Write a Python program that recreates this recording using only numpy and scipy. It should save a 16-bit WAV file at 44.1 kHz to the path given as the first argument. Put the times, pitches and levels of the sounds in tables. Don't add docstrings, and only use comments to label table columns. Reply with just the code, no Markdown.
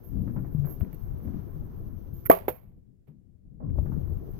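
import sys
import numpy as np
from scipy import signal
from scipy.fft import rfft, irfft, next_fast_len
from scipy.io import wavfile
from scipy.ndimage import uniform_filter1d

SR = 44100
rng = np.random.default_rng(int(sys.argv[2]) if len(sys.argv) > 2 else 0)


def dump_mix(stems):
    frames = np.atleast_2d(stems).T
    limited = np.clip(frames, -1, 1)
    pcm = np.round(limited * 32767).astype(np.int16)
    wavfile.write(sys.argv[1], SR, pcm)


N = 193775
T = np.arange(N) / SR

# (frequency [Hz], density [dB per Hz])
AIR_SPECTRUM = [(120, -28), (200, -10), (309, -3.5), (376, -4.5), (630, -19), (683, -18), (829, -23),
                (1060, -23.5), (2570, -43.5), (5400, -49.5), (6040, -42.5), (6990, -63), (9500, -62.5),
                (12400, -94), (20900, -120)]
# (frequency [Hz], left [dB], right [dB])
PORT_RESPONSE = [(99.6, -33.5, -26.5), (274, -17, -11), (393, 8, 4), (614, 6, 8.5), (870, -3.5, 1),
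                 (1403, -20, -13), (2220, -40, -17), (3080, -41, -26.5), (5200, -42.5, -39),
                 (7020, -51, -43), (9700, -75.5, -35.5)]
# (frequency [Hz], density [dB per Hz])
CAVITY_SPECTRUM = [(5290, -57.5), (9000, -33.5), (10200, -20.5), (12300, 5.5), (13200, 1.5), (13900, 0),
                   (14600, -0.5), (15900, -19.5), (16400, -19.5), (16500, -39.5)]
# (time [s], peak [dB], body [Hz], twice left minus right [dB], cavity hiss [dB])
KNOCKS = [(0.046, -60, 662, 0.0, -50), (.447, -49, 700, -3, -72), (1.81, -54, 700, 0, -72),
          (.272, -44, 560, -4, -72), (.362, -42, 620, -4, -70), (0.374, -43, 501, -4.0, -69),
          (0.808, -40, 650, 5.0, -56), (0.849, -48, 662, -0.5, -67), (0.929, -52, 603, -0.5, -46),
          (.8005, -62, 600, 0, -49), (.658, -58, 700, 0, -48), (0.945, -55, 501, 2.0, -49),
          (1.202, -50, 430, 0, -72), (1.25, -48, 552, 2.5, -67), (1.283, -46, 587, -0.5, -68),
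          (1.334, -50, 560, 1.0, -70), (1.62, -48, 595, 2.5, -69), (3.699, -55, 557, 2.5, -75),
          (3.757, -46, 595, 4.5, -73), (3.7846, -33, 600, 30, -67), (3.857, -44, 620, -2, -72),
          (3.918, -47, 900, 0.0, -70), (4.099, -55, 544, 1.0, -60)]
# (time [s], peak [dB], frequency [Hz], T60 [s], right port [dB])
TABLE_BUMPS = [(0.214, -19.5, 172, 0.17, -17), (0.363, -23, 150, 0.1, -23.5),
               (0.476, -20.5, 151.3, 0.074, -13), (.548, -9, 143, 0.055, -16),
               (0.644, -22, 111, 0.069, -22), (.815, -10, 80, 0.093, -31), (0.829, -11, 190, 0.028, -18),
               (.93, -25, 150, .1, -20), (1.56, -28, 150, .2, -8), (2.08, -33, 90, .15, -6),
               (2.49, -36, 135, .14, -3), (3.085, -46, 150, .4, -4), (3.545, -46, 150, .15, -6),
               (1.27, -18, 80.7, 0.14, -22.5), (2.255, -24, 95.1, 0.056, -13.5),
               (3.655, -22, 150, .15, -18), (3.724, -21.5, 89.3, 0.32, -25),
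               (3.826, -15.5, 79.8, 0.14, -20), (3.86, -19, 140, .12, -20),
               (3.925, -17.5, 143, 0.045, -7.5), (3.976, -14, 155, 0.05, -22),
               (4.105, -23.5, 83.4, 0.25, -16.5)]
# (frequency [Hz], level [dB], T60 [s])
BARREL_MODES = [(391, -24.5, 0.11), (446, -25.5, 0.14), (290, -21.5, 0.022), (180, -30.5, .2),
                (630, -29, 0.24), (659, -18, 0.17), (880, -29.5, .14), (1030, -34, .2), (1154, -14, 0.1),
                (1140, -34.5, 0.25), (1160, -38, 0.22), (1410, -39.5, 0.1), (2250, -35, 0.03)]
# (frequency [Hz], level [dB], T60 [s])
PANEL_MODES = [(554, 3, .014), (731, 0, .015), (428, -2, .027), (390, -19, .09), (300, -27, .12),
               (500, -16, .13), (780, -24, .07), (1150, -6, .005), (1160, -25, .07), (1390, -23, .07),
               (1530, -24, .05), (1770, -26, .07), (1990, -10, .018), (2230, -26, .05)]
# (time after pop [s], level [dB])
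COLUMN_SWELL = [
    (0, -20),
    (.0007, -10),
    (.0019, 2),
    (.003, 1),
    (.0057, -9),
    (.0085, -1),
    (.0103, -7),
    (.0115, -18),
    (.016, -200),
]
# (time [s], level [dB], T60 [s], brightest [Hz], left minus right [dB])
SKIN_SCUFFS = [(.274, -51, .2, 2300, -2), (.361, -48, .27, 2000, -3), (.443, -55, .16, 2200, -3),
               (.642, -53, .35, 2900, -4), (1.272, -56, .2, 2000, -1), (2.06, -51, .4, 400, 0),
               (.02, -53, .4, 450, 0), (3.602, -47, .3, 700, -1), (3.075, -60, .25, 450, 0),
               (1.18, -54, .5, 500, 0), (.52, -51, .2, 450, 0), (3.602, -61, .7, 1300, -1),
               (4.34, -54, .4, 550, 0), (3.86, -53, .25, 1800, -3), (.665, -54, .2, 1500, -4),
               (1.335, -58, .25, 1900, -1), (.812, -55, .3, 2300, -3), (3.918, -52, .3, 1400, -2)]
# (frequency [Hz], width [Hz], level [dB]))
PISTON_SLIP = (2.2645, .0065, [(1320, 350, -47), (2050, 500, -46), (2800, 700, -61), (4800, 3000, -66)])
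# (frequency [Hz], density [dB per Hz])
SCUFF_SPECTRUM = [(250, -12), (450, -3), (1000, -9), (1600, -15), (2300, -21), (3500, -40)]
# (time [s], frequency [Hz], level [dB])
TAPS = [(.65, 1100, -55), (0.808, 1300, -49), (.808, 2900, -58), (.8085, 4300, -63), (0.848, 1940, -52),
        (.93, 2250, -53), (.928, 2900, -62), (0.946, 2630, -61), (.946, 4300, -66), (1.202, 1100, -57),
        (1.25, 900, -55), (1.277, 1550, -54), (1.334, 950, -55), (1.352, 1200, -58), (1.376, 1900, -61),
        (3.08, 2300, -67), (3.699, 1200, -61), (3.699, 1800, -63), (2.386, 2150, -48), (3.857, 1100, -57)]
# (time [s], level [dB])
TABLE_SHAKE = [(0, -49.5), (.09, -46), (.17, -33.5), (.45, -37), (.62, -34.5), (.9, -39), (1.12, -39.5),
               (1.4, -38), (1.96, -44), (2.27, -46), (2.6, -52.5), (2.98, -64.5), (3.2, -60.5), (3.55, -56),
               (3.67, -40), (3.79, -31.5), (3.98, -35.5), (4.39, -38.5)]
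# (time [s], gain [dB])
BACKGROUND_GAIN = [(0, 0), (1.4, 1.33), (2.27, 0), (2.285, 0), (2.5, -17), (2.6, -31), (2.7, -22),
                   (2.85, -29.5), (3.05, -34), (3.42, -30), (3.57, -18), (3.64, -14.5), (3.78, 0),
                   (3.95, 0.5), (4.39, 1)]
# (level [dB], share of the gain [dB/dB], share of the shaking [dB/dB], share of rubs [dB])
AIR_RANGES = [
    (-59, .6, 0.68, -5),
    (-69, 3.6, 0.052, -15.5),
    (-84, 2.3, 0.024, -30),
    (-75.5, 1.2, 0.23, -1.5),
]
# (time [s], rise [s], hold [s], T60 [s], level [dB])
PORT_RUBS = [(0.026, 0.015, .005, 0.43, -59), (0.212, 0.0044, 0.014, 0.04, -68),
             (0.512, 0.0043, 0.023, 0.083, -68), (0.57, 0.0012, 0.002, 0.066, -71),
             (0.633, 0.023, 0.079, 0.25, -56), (0.667, 0.024, 0.019, 0.14, -48.5),
             (0.793, 0.0025, .004, 0.29, -58), (0.973, 0.022, 0.032, 0.23, -65.5),
             (1.228, 0.0089, 0.013, 0.085, -67), (3.07, 0.0058, .01, 0.12, -85),
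             (4.262, 0.047, 0.013, 0.17, -67), (4.358, 0.022, .01, .1, -72)]
# (time [s], level [dB], rise [ms], T60 [s], cavity hiss [dB])
AIR_JETS = [(2.253, -52.5, 9.6, 0.041, -28.5), (2.291, -72.5, 0.44, 0.015, -39),
            (2.2974, -24, 0.38, 0.03, -17), (2.3, -26.5, 0.61, 0.028, -19.5), (2.303, -39, 2, 0.078, -38.5),
            (2.3135, -21.5, 0.6, 0.032, -20), (2.313, -23.5, 0.43, 0.027, -21.5),
            (2.3862, -42, 1.0, 0.023, -41), (2.482, -31, 0.29, 0.049, -28),
            (2.493, -45.5, 1.01, 0.034, -33), (2.51, -59.5, 6.4, 0.28, -52.5),
            (2.581, -61.5, 1.5, 0.042, -61.5), (3.077, -71, 5, 0.067, -81)]
# (time [s], level [dB], rise [ms], T60 [s], cavity hiss [dB])
YARD_ECHOES = [
    (2.321, -27.5, 2.7, 0.17, -33.5),
    (2.351, -44, 8.9, 0.42, -58),
    (2.483, -33, 1.5, 0.12, -37.5),
    (2.497, -55, 3, 0.56, -69),
    (3.07, -67.5, 2.04, 0.22, -86),
]
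# (time [s], rise [s], hold [s], T60 [s], level [dB])
HAND_LEANS = [
    (0.096, 0.061, 0.15, 0.43, -35.5),
    (0.352, 0.012, 0.025, 0.26, -32),
    (0.815, 0.032, 0.018, 0.27, -36.5),
    (1.233, 0.024, 0.11, 0.19, -35.5),
    (2.39, 0.023, 0.069, 0.67, -52.5),
    (3.079, 0.011, 0.041, 0.59, -52.5),
    (3.495, 0.024, 0.036, .3, -52.5),
    (3.588, 0.037, 0.099, 0.76, -38),
    (3.846, 0.026, 0.11, 0.27, -37.5),
]

CAVITY_LEFT_DB = -37
LAG = 28
CALM_DB = -46
POP_S, SMACK_S = 2.2978, 2.48165


def undb(db):
    return np.exp(np.asarray(db) * (np.log(10) / 20))


def ports(left_db, right_db):
    return undb([[left_db], [right_db]])


def unit(x):
    return x / np.sqrt(np.mean(x ** 2, axis=-1, keepdims=True))


def colour(x, hz, db):
    size = next_fast_len(N + 4096)
    f = np.arange(size // 2 + 1) * SR / size + 1
    cepstrum = irfft(np.interp(np.log(f), np.log(hz), db) * np.log(10) / 20, size)
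    cepstrum[1:size // 2] *= 2
    cepstrum[size // 2 + 1:] = 0
    return irfft(rfft(x, size) * np.exp(rfft(cepstrum)), size)[..., :N]


def band(x, lo, hi):
    sos = signal.butter(3, [lo, hi], "band", fs=SR, output="sos")
    return unit(signal.sosfilt(sos, x))


def curve(rows):
    return np.interp(T, *np.transpose(rows))


def walk(rate_hz):
    k = int(SR / rate_hz)
    held = np.repeat(rng.standard_normal(N // k + 1), k)
    return unit(uniform_filter1d(held, k)[:N])


def since(s):
    return np.maximum(T - s, 0)


def ring(s, hz, t60, rise):
    out = np.zeros(N)
    span = slice(int(s * SR), int((s + 2 * t60) * SR))
    t = np.maximum(T[span] - s, 0)
    out[span] = np.sin(2 * np.pi * hz * t) * undb(-60 * t / t60) * (1 - np.exp(-t / rise))
    return out


def chirp(s, first_hz, last_hz, glide):
    t = since(s)
    cycles = last_hz * t - (last_hz - first_hz) * glide * (1 - np.exp(-t / glide))
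    return np.sin(2 * np.pi * cycles)


def stroke(s, rise, hold, t60, db):
    out = np.zeros(N)
    span = slice(int(s * SR), int((s + rise + hold + 2 * t60) * SR))
    t = np.maximum(T[span] - s, 0)
    decay_db = -60 * np.maximum(t - rise - hold, 0) / t60
    out[span] = np.minimum(t / rise, 1) ** 2 * undb(db + decay_db)
    return out


def pair(alike):
    shared, left, right = rng.standard_normal((3, N))
    common = np.array([np.roll(shared, LAG), shared])
    return np.sqrt(alike) * common + np.sqrt(1 - alike) * np.array([left, right])


def whistle(gain):
    hiss = unit(colour(rng.standard_normal((2, N)), *np.transpose(CAVITY_SPECTRUM)))
    return 2 * hiss * gain * ports(CAVITY_LEFT_DB, 0)


def self_noise():
    return undb(-91) * rng.standard_normal((2, N)) + undb(-98) * band(pair(.2), 700, 2400)


def air():
    gain_db = curve(BACKGROUND_GAIN)
    stir_db = np.maximum(curve(TABLE_SHAKE) - CALM_DB, 0)
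    rubs = sum(stroke(*row) ** 2 for row in PORT_RUBS)
    levels = []
    for db, ducked, shaken, rub_db in AIR_RANGES:
        power = undb(2 * (db + ducked * gain_db + shaken * stir_db))
        levels.append(np.sqrt(power + rubs * undb(2 * rub_db)))
    low, middle, upper, hiss = levels
    wash = colour(pair(0.18), *np.transpose(AIR_SPECTRUM))
    out = band(wash, 260, 700) * low * undb(2.2 * walk(45) + [[2.5], [1.5]])
    out = out + band(wash, 700, 2500) * middle * undb(0.84 * walk(27) + [[.5], [2.5]])
    out = out + band(wash, 2500, 9000) * upper * undb(1.5 * walk(34) + 2.5)
    left_hiss = band(rng.standard_normal(N), 13000, 15500) * upper * undb(9.0)
    return out + whistle(hiss * undb(2.0 * walk(41))) + [left_hiss, 0 * left_hiss]


def rumble():
    deep_db = curve(TABLE_SHAKE)
    boom_db = -51 + 0.62 * (deep_db - CALM_DB)
    pan_db = 4 + 0.38 * np.maximum(deep_db - CALM_DB, 0) + 4.5 * walk(9.1)
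    deep = band(pair(0.14), 12, 130) * undb(deep_db + 2.61 * walk(18) - 1.0)
    boom = band(pair(0.039), 79, 247.5) * undb(boom_db + 5.1 * walk(25) - 2.5)
    out = deep * np.array([np.full(N, 2.0), undb(-pan_db)])
    out = out + boom * np.array([np.ones(N), undb(-.6 * pan_db - 4.5)])
    out = out * undb(-3.5 * np.exp(-since(POP_S) / .2) * (T > POP_S))
    rattle = undb(0.97 * walk(90))
    for s, db, hz, t60, right_db in TABLE_BUMPS:
        out = out + undb(db) * ring(s, hz, t60, rise=0.002) * rattle * ports(0, right_db)
    out = out + ring(3.7868, 68, .17, rise=.002) * ports(-8, -27)
    start, stop, hz, db = .56, .655, 143, -19.5
    swell = np.clip(since(start) / 0.022, 0, 1) * np.clip(1 - since(stop) / 0.02, 0, 1)
    buzz = np.sin(2 * np.pi * hz * since(start)) * swell * undb(db + 1.5 + 1.6 * walk(40))
    return out + buzz * ports(0, -22)


def leans():
    swell = np.sqrt(sum(stroke(*row) ** 2 for row in HAND_LEANS))
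    return band(pair(.3), 98, 250) * swell * undb(0.74 * walk(40) + [[3], [-8]])


def creak():
    swell = stroke(3.6, rise=0.006, hold=0.05, t60=.35, db=-67)
    return band(pair(.5), 990, 1157) * swell * undb(2.5 * walk(97) + [[-2], [1.5]])


def scuffs():
    grit = colour(pair(0.18), *np.transpose(SCUFF_SPECTRUM)) * undb(1.6 * walk(310))
    out = 0
    for s, db, t60, top_hz, pan_db in SKIN_SCUFFS:
        shape = (1 - np.exp(-since(s) / .0015)) * undb(db - 60 * since(s) / t60)
        out = out + band(grit, 160, top_hz) * shape * ports(pan_db / 2, -pan_db / 2)
    return out


def ticks():
    out, sharp = 0, 0
    crunch = band(pair(.7), 450, 1100)
    for s, db, hz, pan_db, whistle_db in KNOCKS:
        t = since(s)
        knock = ring(s, hz, .028, rise=.0015) + .6 * ring(s, 1.4 * hz, .018, rise=.0015)
        knock = knock + 0.12 * crunch * undb(-60 * t / 0.042) * (1 - np.exp(-t / 0.0023))
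        out = out + undb(db + 2.5) * knock * ports(pan_db / 4, -pan_db / 4)
        sharp = sharp + undb(whistle_db - 5.5 - 60 * t / 0.036) * (t > 0)
    return out + whistle(sharp)


def clicks():
    snap = band(pair(0.22), 700, 2300)
    out = 0
    for s, hz, db in TAPS:
        crack = snap * stroke(s, rise=0.00014, hold=.001, t60=0.023, db=-9)
        out = out + undb(db) * (ring(s, hz, t60=.01, rise=0.00057) + crack)
    return out * ports(-4, 2.5)


def leak():
    noise = rng.standard_normal((2, N))
    hiss = band(band(noise, 12400, 14600), 12400, 14600)
    hiss = hiss + undb(-30.5) * band(noise, 6600, 7300)
    swell = stroke(2.128, rise=.01, hold=.04, t60=.4, db=-61)
    return 2 * hiss * swell * undb(2.5 * walk(400)) * ports(CAVITY_LEFT_DB, 0)


def slip():
    s, half, modes = PISTON_SLIP
    rub = sum(undb(db) * band(pair(1.0), hz - width / 2, hz + width / 2) for hz, width, db in modes)
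    swell = np.exp(-.5 * ((T - s) / half) ** 2) * undb(1.3 * walk(600))
    return rub * swell * ports(-13, 0)


def bursts():
    full, thin, sharp = np.zeros((3, N))
    rows = [(*jet, 0.83) for jet in AIR_JETS] + [(*echo, 0.13) for echo in YARD_ECHOES]
    for s, db, rise_ms, t60, whistle_db, share in rows:
        t = since(s)
        decay = undb(-120 * np.maximum(t - rise_ms / 1000, 0) / t60)
        shape = (1 - np.exp(-t / rise_ms * 1000)) ** 2 * decay
        full = full + shape * undb(2 * db) * (1 - share)
        thin = thin + shape * undb(2 * db) * share
        sharp = sharp + shape * undb(2 * whistle_db)
    grain = undb(1.5 * walk(700))
    noise = pair(0.48)
    hz, left_db, right_db = np.transpose(PORT_RESPONSE)
    tilt = 9 * np.log2(np.clip(hz / 2000, .1, 1))
    out = whistle(np.sqrt(sharp) * grain * undb(1.2 * walk(230)))
    for power, extra_db in ((full, 0), (thin, tilt + 14)):
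        gust = np.sqrt(power) * grain
        left = colour(gust * noise[0], hz, left_db + extra_db)
        right = colour(gust * noise[1], hz, right_db + extra_db)
        out = out + 5 * np.array([left, right])
    return out


def air_column():
    first_hz, last_hz, glide, overtone = 300, 770, .0035, 3.1
    pop = chirp(POP_S, first_hz, last_hz, glide)
    pop = pop * undb(np.interp(since(POP_S), *np.transpose(COLUMN_SWELL)))
    fade = (1 - np.exp(-since(POP_S) / 0.0015)) ** 2
    fade = fade * undb(-24 - 60 * since(POP_S + 0.006) / .016)
    return pop + chirp(POP_S, overtone * first_hz, overtone * last_hz, 1.2 * glide) * fade


def piston_stroke():
    start = 2.3081
    swell = (1 - np.exp(-since(start) / .001)) * undb(-8 - 60 * since(start + .0035) / .014)
    return chirp(start, 600, 1700, glide=.008) * swell


def cork_smack():
    smack = -sum(undb(db - 10) * ring(SMACK_S, hz, t60, rise=.0011) for hz, db, t60 in PANEL_MODES)
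    return signal.sosfilt(signal.butter(3, 240, "high", fs=SR, output="sos"), smack)


def shot():
    run_on = piston_stroke()
    landing = sum(undb(db) * ring(2.311, hz, t60, rise=.002) for hz, db, t60 in BARREL_MODES)
    blast = -undb(-9) * ring(2.2986, 290, .034, rise=.0006)
    smack = cork_smack()
    sound = air_column() + blast + run_on + landing
    left = sound - .6 * run_on - .25 * landing + undb(-4) * np.roll(smack, -10)
    muffled = signal.sosfilt(signal.butter(2, 950, fs=SR, output="sos"), left)
    return np.array([undb(2.5) * np.roll(muffled, LAG - 15), sound + smack])


def scene():
    background = self_noise() + air() + rumble()
    handling = leans() + creak() + scuffs() + ticks() + clicks()
    return background + handling + leak() + slip() + bursts() + shot()


def band_limit(x):
    return signal.sosfilt(signal.butter(12, 16970, fs=SR, output="sos"), x)


def record(dry):
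    rounded = dry / (1 + np.abs(dry) ** 4) ** .25 * 1.03
    cut = signal.ellip(8, .2, 40, 15900, fs=SR, output="sos")
    return band_limit(signal.sosfilt(cut, rounded))


dry = scene()
out = record(dry)
dump_mix(out)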